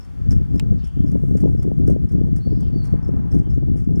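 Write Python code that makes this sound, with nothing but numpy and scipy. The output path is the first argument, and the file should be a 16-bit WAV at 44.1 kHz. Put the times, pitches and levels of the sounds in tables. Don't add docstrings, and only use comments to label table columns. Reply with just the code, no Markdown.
import sys
import numpy as np
from scipy import signal
from scipy.fft import rfft, irfft
from scipy.io import wavfile
from scipy.ndimage import minimum_filter1d, map_coordinates

SR = 44100
rng = np.random.default_rng(int(sys.argv[2]) if len(sys.argv) > 2 else 0)


def dump(signal):
    limited = np.clip(np.atleast_2d(signal).T, -1, 1)
    pcm = np.round(limited * 32767).astype(np.int16)
    wavfile.write(sys.argv[1], SR, pcm)


N = 176400
TIME = np.arange(N) / SR
FREQS = np.fft.rfftfreq(N, 1 / SR)

# t/s, relative level/dB, share that rings the wire (0-1)
SHORT_SOUNDS = [(.006, -57, 0.97), (0.028, -59, 1), (0.046, -63, 0.64), (0.3068, -43, 0.98),
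                (0.3166, -48, 0.1), (0.316, -55, 0.3), (0.54, -64, 0.7), (0.556, -58, 0.7),
                (0.577, -58, 0.9), (.8425, -55, 0.95), (.8465, -60, .4), (0.873, -60, 0), (1.062, -64, 0.5),
                (1.077, -58.5, 0.9), (1.096, -64, 0.55), (1.116, -54, 0), (1.3714, -51.5, 0.15),
                (1.404, -54, 0), (1.578, -62.5, 1), (1.598, -59, 1), (1.624, -56.5, 0.05), (1.792, -67, 0),
                (1.871, -57.5, 0.53), (1.875, -52, 0.1), (1.9, -58.5, 0), (1.918, -60.5, 0.1),
                (2.088, -63.5, 1), (2.119, -61, 0), (2.274, -69, 0), (2.361, -56.5, 0.14),
                (2.368, -60.5, 0.23), (2.381, -62, 0.2), (2.605, -56, 0.04), (2.844, -61, 0.1),
                (2.854, -59, 0.3), (2.872, -60, 0.1), (2.91, -67, 0), (3.028, -64, 0.98),
                (3.045, -61, 0.95), (3.08, -64, 0.46), (3.315, -53, 1), (3.346, -58.5, 0.04),
                (3.392, -61, 0.67), (3.43, -73, 0), (3.502, -59.5, 0.73), (3.513, -63, 0.8),
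                (3.532, -69, 0.7), (3.548, -63.5, 0.25), (3.769, -61.5, 0.09), (3.78, -62, 0),
                (3.8, -61.5, 0.12), (3.827, -69, 0), (3.843, -65, 0.16), (3.912, -74, 0),
                (3.957, -56.5, 0.7), (3.971, -65, 0.46)]
FAINT_TICKS = [row for row in SHORT_SOUNDS if row[0] in (1.792, 2.274, 2.91, 3.43, 3.912)]
LINKAGE_KNOCKS = [row for row in SHORT_SOUNDS if row not in FAINT_TICKS]


def amp(db):
    return 10 ** (np.asarray(db) / 20)


def unit(x):
    return x / np.sqrt(np.mean(x ** 2) + 1e-20)


def add(mix, start, sound):
    part = mix[..., max(round(start * SR), 0):][..., :sound.shape[-1]]
    part += sound[..., :part.shape[-1]]


def noise(spectrum, drive=None):
    hz, db = np.transpose(spectrum)
    gain = amp(np.interp(np.log(FREQS + 1), np.log(hz), db))
    return unit(irfft(rfft(rng.standard_normal(N) if drive is None else drive) * gain, N))


def stereo_noise(spectrum):
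    return np.array([noise(spectrum), noise(spectrum)])


def wobble(hz):
    return unit(irfft(rfft(rng.standard_normal(N)) * np.exp(-(FREQS / hz) ** 2), N))


def smooth(x, seconds):
    bell = np.hanning(2 * round(seconds * SR / 2) + 1)
    return signal.fftconvolve(x, bell / bell.sum(), "same")


def wind():
    # t/s, relative level/dB, brightness/dB
    gusts = [(0.0, -53, -17), (0.12, -57.5, -10), (0.29, -33, -25), (0.358, -29, -20), (0.468, -39.5, -23),
             (0.558, -30.5, -16), (0.599, -36, -17.5), (0.732, -31.5, -17), (0.78, -38, -21.5),
             (0.919, -47, -25), (1.0, -30.5, -12), (1.121, -35, -19), (1.161, -26, -5), (1.19, -39, -25.5),
             (1.238, -30.5, -8.5), (1.269, -35, -16.5), (1.35, -27.5, -10.5), (1.389, -39, -11),
             (1.428, -27, -17), (1.462, -30, -4.5), (1.49, -29, -17), (1.651, -35.5, -15), (1.68, -32, -7),
             (1.75, -38, -13), (1.77, -36.5, -21), (1.8, -30, -12), (1.93, -28, -9.5), (1.999, -38, -15.5),
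             (2.051, -30, -15), (2.091, -46, -15), (2.138, -28.5, -13), (2.28, -34.5, -13),
             (2.371, -31, -19.5), (2.451, -42, -23), (2.471, -30, -11), (2.495, -35.5, -19),
             (2.531, -29, -14), (2.59, -36, -19), (2.841, -34.5, -14.5), (2.911, -41, -23.5),
             (2.94, -31, -12.5), (3.002, -38, -23), (3.15, -33, -11), (3.299, -39, -21.5), (3.338, -29, -8),
             (3.412, -32, -14), (3.43, -43.5, -16), (3.511, -33, -18.5), (3.822, -34, -13),
             (3.852, -41, -31), (3.89, -30.5, -12), (4.0, -34.5, -13.5)]
    # t/s, relative peak level/dB, f/Hz
    buffets = [(0.219, -8.5, 89), (0.291, 0.5, 111), (0.366, -0.5, 121), (0.546, -5, 206),
               (0.711, 4.5, 116), (1.006, 0, 164), (1.156, -7, 338), (1.236, -11, 288),
               (1.297, -9.5, 204.7), (1.354, -5, 318), (1.44, -4, 247), (1.459, -2, 333), (1.478, -18, 202),
               (1.55, -9, 277), (1.653, -8, 242), (1.677, -6, 253), (1.717, -11, 410), (1.783, -2.5, 144),
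               (1.882, -1.5, 276), (1.899, -3, 360), (1.922, -7, 135), (1.964, -9, 357), (2.184, -5, 202),
               (2.215, -2.5, 261), (2.331, -1.5, 160), (2.474, -10.5, 356), (2.531, -9.5, 243),
               (2.733, -7, 173), (2.761, -3.5, 205), (2.93, 0, 120), (2.941, -10, 370), (3.092, -7, 313),
               (3.346, -4.5, 260), (3.367, 2.5, 192), (3.401, 2.5, 145), (3.578, -9, 272),
               (3.717, -3.5, 195), (3.876, -2.5, 186), (3.978, -4, 202)]
    # f/Hz, level/dB
    opposed_swirls = [(15, -58), (30, -11), (55, -2.5), (100, 3), (150, 0.5), (230, -7.5), (330, -17),
                      (480, -31.5), (700, -45.5), (1000, -66), (3000, -120)]
    # f/Hz, level/dB
    shared_swirls = [(15, -40), (55, 0.5), (150, 1.5), (330, -10), (480, -20.5), (700, -29.5),
                     (1000, -44.5), (3000, -120)]
    # f/Hz, level/dB
    rumble = [(12, -21), (30, -19), (55, 16.5), (100, 6.5), (160, -1.5), (240, -25), (600, -85)]
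    times, levels, brightness = np.transpose(gusts)
    gust_db = np.interp(TIME, times, levels)
    flutter = wobble(hz=86)
    speed = 2 ** (.025 * (np.interp(TIME, times, brightness) + 15) + .14 * flutter)
    force = amp(17 + gust_db + 1.3 * flutter)
    travel = [np.cumsum(speed)]
    push = map_coordinates(noise(opposed_swirls), travel, order=3, mode="grid-wrap")
    press = map_coordinates(noise(shared_swirls), travel, order=3, mode="grid-wrap")
    push = force * unit(push / np.sqrt(smooth(push ** 2, seconds=.069)))
    for at, db, hz in buffets:
        bell = np.exp(-.5 * ((TIME - at) * hz / .31) ** 2)
        thump = amp(db - 1) * np.cos(2 * np.pi * (hz * (TIME - at) + rng.random()))
        push = (1 - bell) * push + bell * thump
    push += amp(-25.5 + .3 * (gust_db + 33)) * noise(rumble)
    press *= amp(-19.5) * force
    return np.array([press + push, amp(-2.5) * (press - push)])


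def street_hush():
    # f/Hz, level/dB
    colour = [(30, -6.5), (150, 12.5), (300, 5), (600, 3), (1000, 0), (1500, -2), (2400, -9), (3400, -10),
              (5000, -13.5), (7200, -17), (9000, -20), (11000, -20.5), (13000, -26), (15500, -33)]
    # t/s, level/dB
    loudness = [(0, -56), (.6, -58), (1.0, -59), (1.45, -59.5), (1.9, -61.5), (2.6, -59), (3.3, -61),
                (3.7, -61), (4, -63.5)]
    # middle t/s, width/s, middle f/Hz, width/octaves, level/dB
    swells = [(2.935, 0.09, 1080, 0.69, -61), (3.14, 0.25, 664, 0.83, -55.5),
              (1.36, 0.26, 10800, 0.3, -75.5), (1.4, 0.33, 6500, 0.34, -74)]
    out = amp(np.interp(TIME, *np.transpose(loudness))) * stereo_noise(colour)
    for at, width, hz, octaves, db in swells:
        band = np.exp(-.5 * (np.log2((FREQS + 1) / hz) / octaves) ** 2)
        hiss = unit(irfft(rfft(rng.standard_normal((2, N))) * band, N))
        out += amp(db) * np.exp(-.5 * ((TIME - at) / width) ** 2) * hiss
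    return out


def linkage_and_ticks():
    # f/Hz, level/dB
    wire = [(1000, -18), (3800, -26.5), (4700, -21), (5200, -3.5), (5500, 2), (5900, -19), (7000, -19),
            (10000, -34), (15000, -47)]
    # f/Hz, level/dB
    rasp = [(500, 4), (2400, 0), (3500, -9), (4700, -3), (6100, -3.5), (7200, -6), (8400, -3), (9500, -2.5),
            (10500, -9.5), (11500, -11), (13200, -12), (15000, -30)]
    # t/s, length/s, level/dB
    scrapes = [(0.296, 0.049, -64), (0.839, 0.055, -60.5), (1.35, .07, -65), (1.856, 0.075, -65),
               (2.086, 0.082, -63), (2.358, 0.061, -71.5), (2.83, 0.088, -61.5), (3.308, 0.11, -58.5),
               (3.506, 0.056, -72), (3.38, 0.037, -66), (3.757, 0.074, -61), (3.96, 0.06, -67.5)]
    rise_s, fall_s, tail_s, clicks_per_s, grit_share = .0014, .0049, .023, 500, .75
    wire_power, rasp_power, t = np.zeros(N), np.zeros(N), TIME[:SR // 8]
    shape = np.minimum(t / rise_s, 1) * (np.exp(-t / fall_s) + amp(-8) * np.exp(-t / tail_s))
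    for start, db, wire_share in LINKAGE_KNOCKS + FAINT_TICKS:
        power = (amp(db + 2.5) * shape) ** 2
        add(wire_power, start, wire_share * power)
        add(rasp_power, start, (1 - wire_share) * power)
    for start, length, db in scrapes:
        progress = np.linspace(0, 1, round(length * SR))
        add(rasp_power, start, (amp(db) * np.sin(np.pi * np.sqrt(progress))) ** 2)
    roughness = amp(3 * wobble(hz=127))
    clicks = rng.random(N) < clicks_per_s / SR
    grit = clicks * amp(rng.uniform(-8, 8, N)) * rng.choice([-1, 1], (2, N))
    friction = np.sqrt(grit_share) * noise(rasp, grit) + np.sqrt(1 - grit_share) * stereo_noise(rasp)
    wire_ring = np.sqrt(wire_power) * stereo_noise(wire)
    return wire_ring + wooden_body(roughness * np.sqrt(rasp_power) * friction)


def wooden_body(x):
    t, fade_s = TIME[:SR // 20], .022
    ring = rng.standard_normal((2, len(t))) * amp(-60 * t / fade_s)
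    ring /= np.linalg.norm(ring, axis=1, keepdims=True)
    return np.sqrt(.5) * (x + signal.fftconvolve(x, ring, axes=1)[:, :N])


def board_tones():
    # f/Hz, relative level/dB, time to fade by 60 dB/s
    boards = [(4800, -9, 0.051), (6040, -2, 0.051), (6740, -1, 0.028), (7300, -7, 0.017), (9170, -7, .03),
              (10170, -5, 0.033), (12800, -11, .015)]
    out, t = np.zeros((2, N)), TIME[:SR // 16]
    hz, tone_db, fade_s = np.transpose(boards)[:, :, None]
    for start, db, wire_share in SHORT_SOUNDS:
        colour, detune = rng.standard_normal((2, len(boards), 1))
        cycles = hz * (1 + .012 * detune) * t + rng.random((2, len(boards), 1)) / 2
        tones = amp(tone_db + 3.5 * colour - 60 * t / fade_s) * np.sin(2 * np.pi * cycles)
        add(out, start, amp(db - 1) * np.sqrt(1 - wire_share) * tones.sum(1))
    return out


def axe_clack():
    # f/Hz, level/dB
    crack_colour = [(500, -18), (1200, 6), (2300, 11), (3200, 12), (4100, -11), (5200, 11), (6200, -14),
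                    (8500, 10), (10000, -18), (12600, 2), (15000, -28)]
    # f/Hz, level/dB
    frame_colour = [(400, -14), (850, 2), (1300, -4), (2000, -5.5), (2600, 17.5), (3100, 0), (3700, 3),
                    (5500, -9), (8000, -14), (12000, -19)]
    # f/Hz, level/dB, time to fade by 60 dB/s
    block = [(884, -39, 0.04), (2180, -40, 0.011), (2690, -35.5, 0.028), (2890, -45.5, 0.049),
             (3740, -37, 0.016), (7530, -29.5, 0.0099)]
    strike_s, bounce_s, crack_fall_s, frame_fall_s = .5973, .0014, .0006, .0028
    out, t = np.zeros((2, N)), TIME[:SR // 10]
    bounce = amp(-11) * (t > bounce_s) * np.exp(-abs(t - bounce_s) / crack_fall_s)
    crack = amp(-23) * (np.exp(-t / crack_fall_s) + bounce) * stereo_noise(crack_colour)[:, :len(t)]
    clatter = amp(-30.5) * np.exp(-t / frame_fall_s) * stereo_noise(frame_colour)[:, :len(t)]
    lag_cycles = np.array([[0], [.22]])
    ring = sum(amp(db - 60 * t / fade_s) * np.sin(2 * np.pi * (hz * t - lag_cycles))
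               for hz, db, fade_s in block)
    add(out, strike_s, crack + clatter + ring)
    return out


def birds():
    # t/s, length/s, f/Hz, arch/octaves, glide/octaves, level/dB, waver as a share of the pitch
    calls = [(0.77, 0.033, 5100, 0.02, -0.085, -70, 0.08), (0.778, 0.045, 4030, 0.02, -0.05, -66, 0.092),
             (0.79, 0.12, 3130, -0.052, -0.07, -67.5, 0.085), (.93, 0.13, 3110, 0.042, .05, -72.5, 0.096),
             (1.196, 0.13, 9730, 0.078, 0.063, -76, 0.018), (1.43, 0.13, 10600, -0.019, -0.16, -79, 0.014),
             (2.383, 0.14, 4276, 0.056, 0.13, -64.5, 0.023), (2.46, 0.25, 4570, 0.092, -0.06, -69.5, 0.085),
             (2.602, 0.095, 3100, 0.09, -0.032, -69, 0.13), (2.719, 0.15, 4312, 0.046, -0.078, -62, .026),
             (3.416, 0.082, 2986, 0.046, 0.0014, -74.5, 0.043)]
    song, waver = np.zeros(N), wobble(hz=429)
    for start, length, hz, arch, glide, db, rough in calls:
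        progress = np.clip((TIME - start) / length, 0, 1)
        arc = np.sin(np.pi * progress)
        pitch = hz * 2 ** (arch * arc + glide * (progress - .5)) * (1 + rough * waver)
        phase = 2 * np.pi * np.cumsum(pitch) / SR
        song += amp(db) * np.sqrt(2) * arc * (np.sin(phase) + amp(-24) * np.sin(2 * phase))
    return song + 1.45 * street_echo(song)


def street_echo(x):
    t, fade_s = TIME[:SR], .46
    tail = rng.standard_normal((2, SR)) * amp(-60 * t / fade_s)
    return signal.fftconvolve(x[None], tail / np.linalg.norm(tail[0]), axes=1)[:, :N]


def scene():
    return wind() + linkage_and_ticks() + board_tones() + axe_clack() + birds() + street_hush()


def record(dry):
    ceiling, limiter_s, cutoff_hz = .93, .012, 15600
    for hz, sharpness in [(3950, 14.7), (7900, 77)]:
        dry = signal.lfilter(*signal.iirnotch(hz, sharpness, SR), dry)
    safe_gain = ceiling / np.maximum(abs(dry).max(0), ceiling)
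    reduction = smooth(1 - minimum_filter1d(safe_gain, round(limiter_s * SR)), limiter_s)
    lowpass = signal.firwin(511, cutoff_hz, window=("kaiser", 9), fs=SR)
    return signal.oaconvolve(dry * (1 - reduction), lowpass[None], "same")


dry = scene()
out = record(dry)
dump(out)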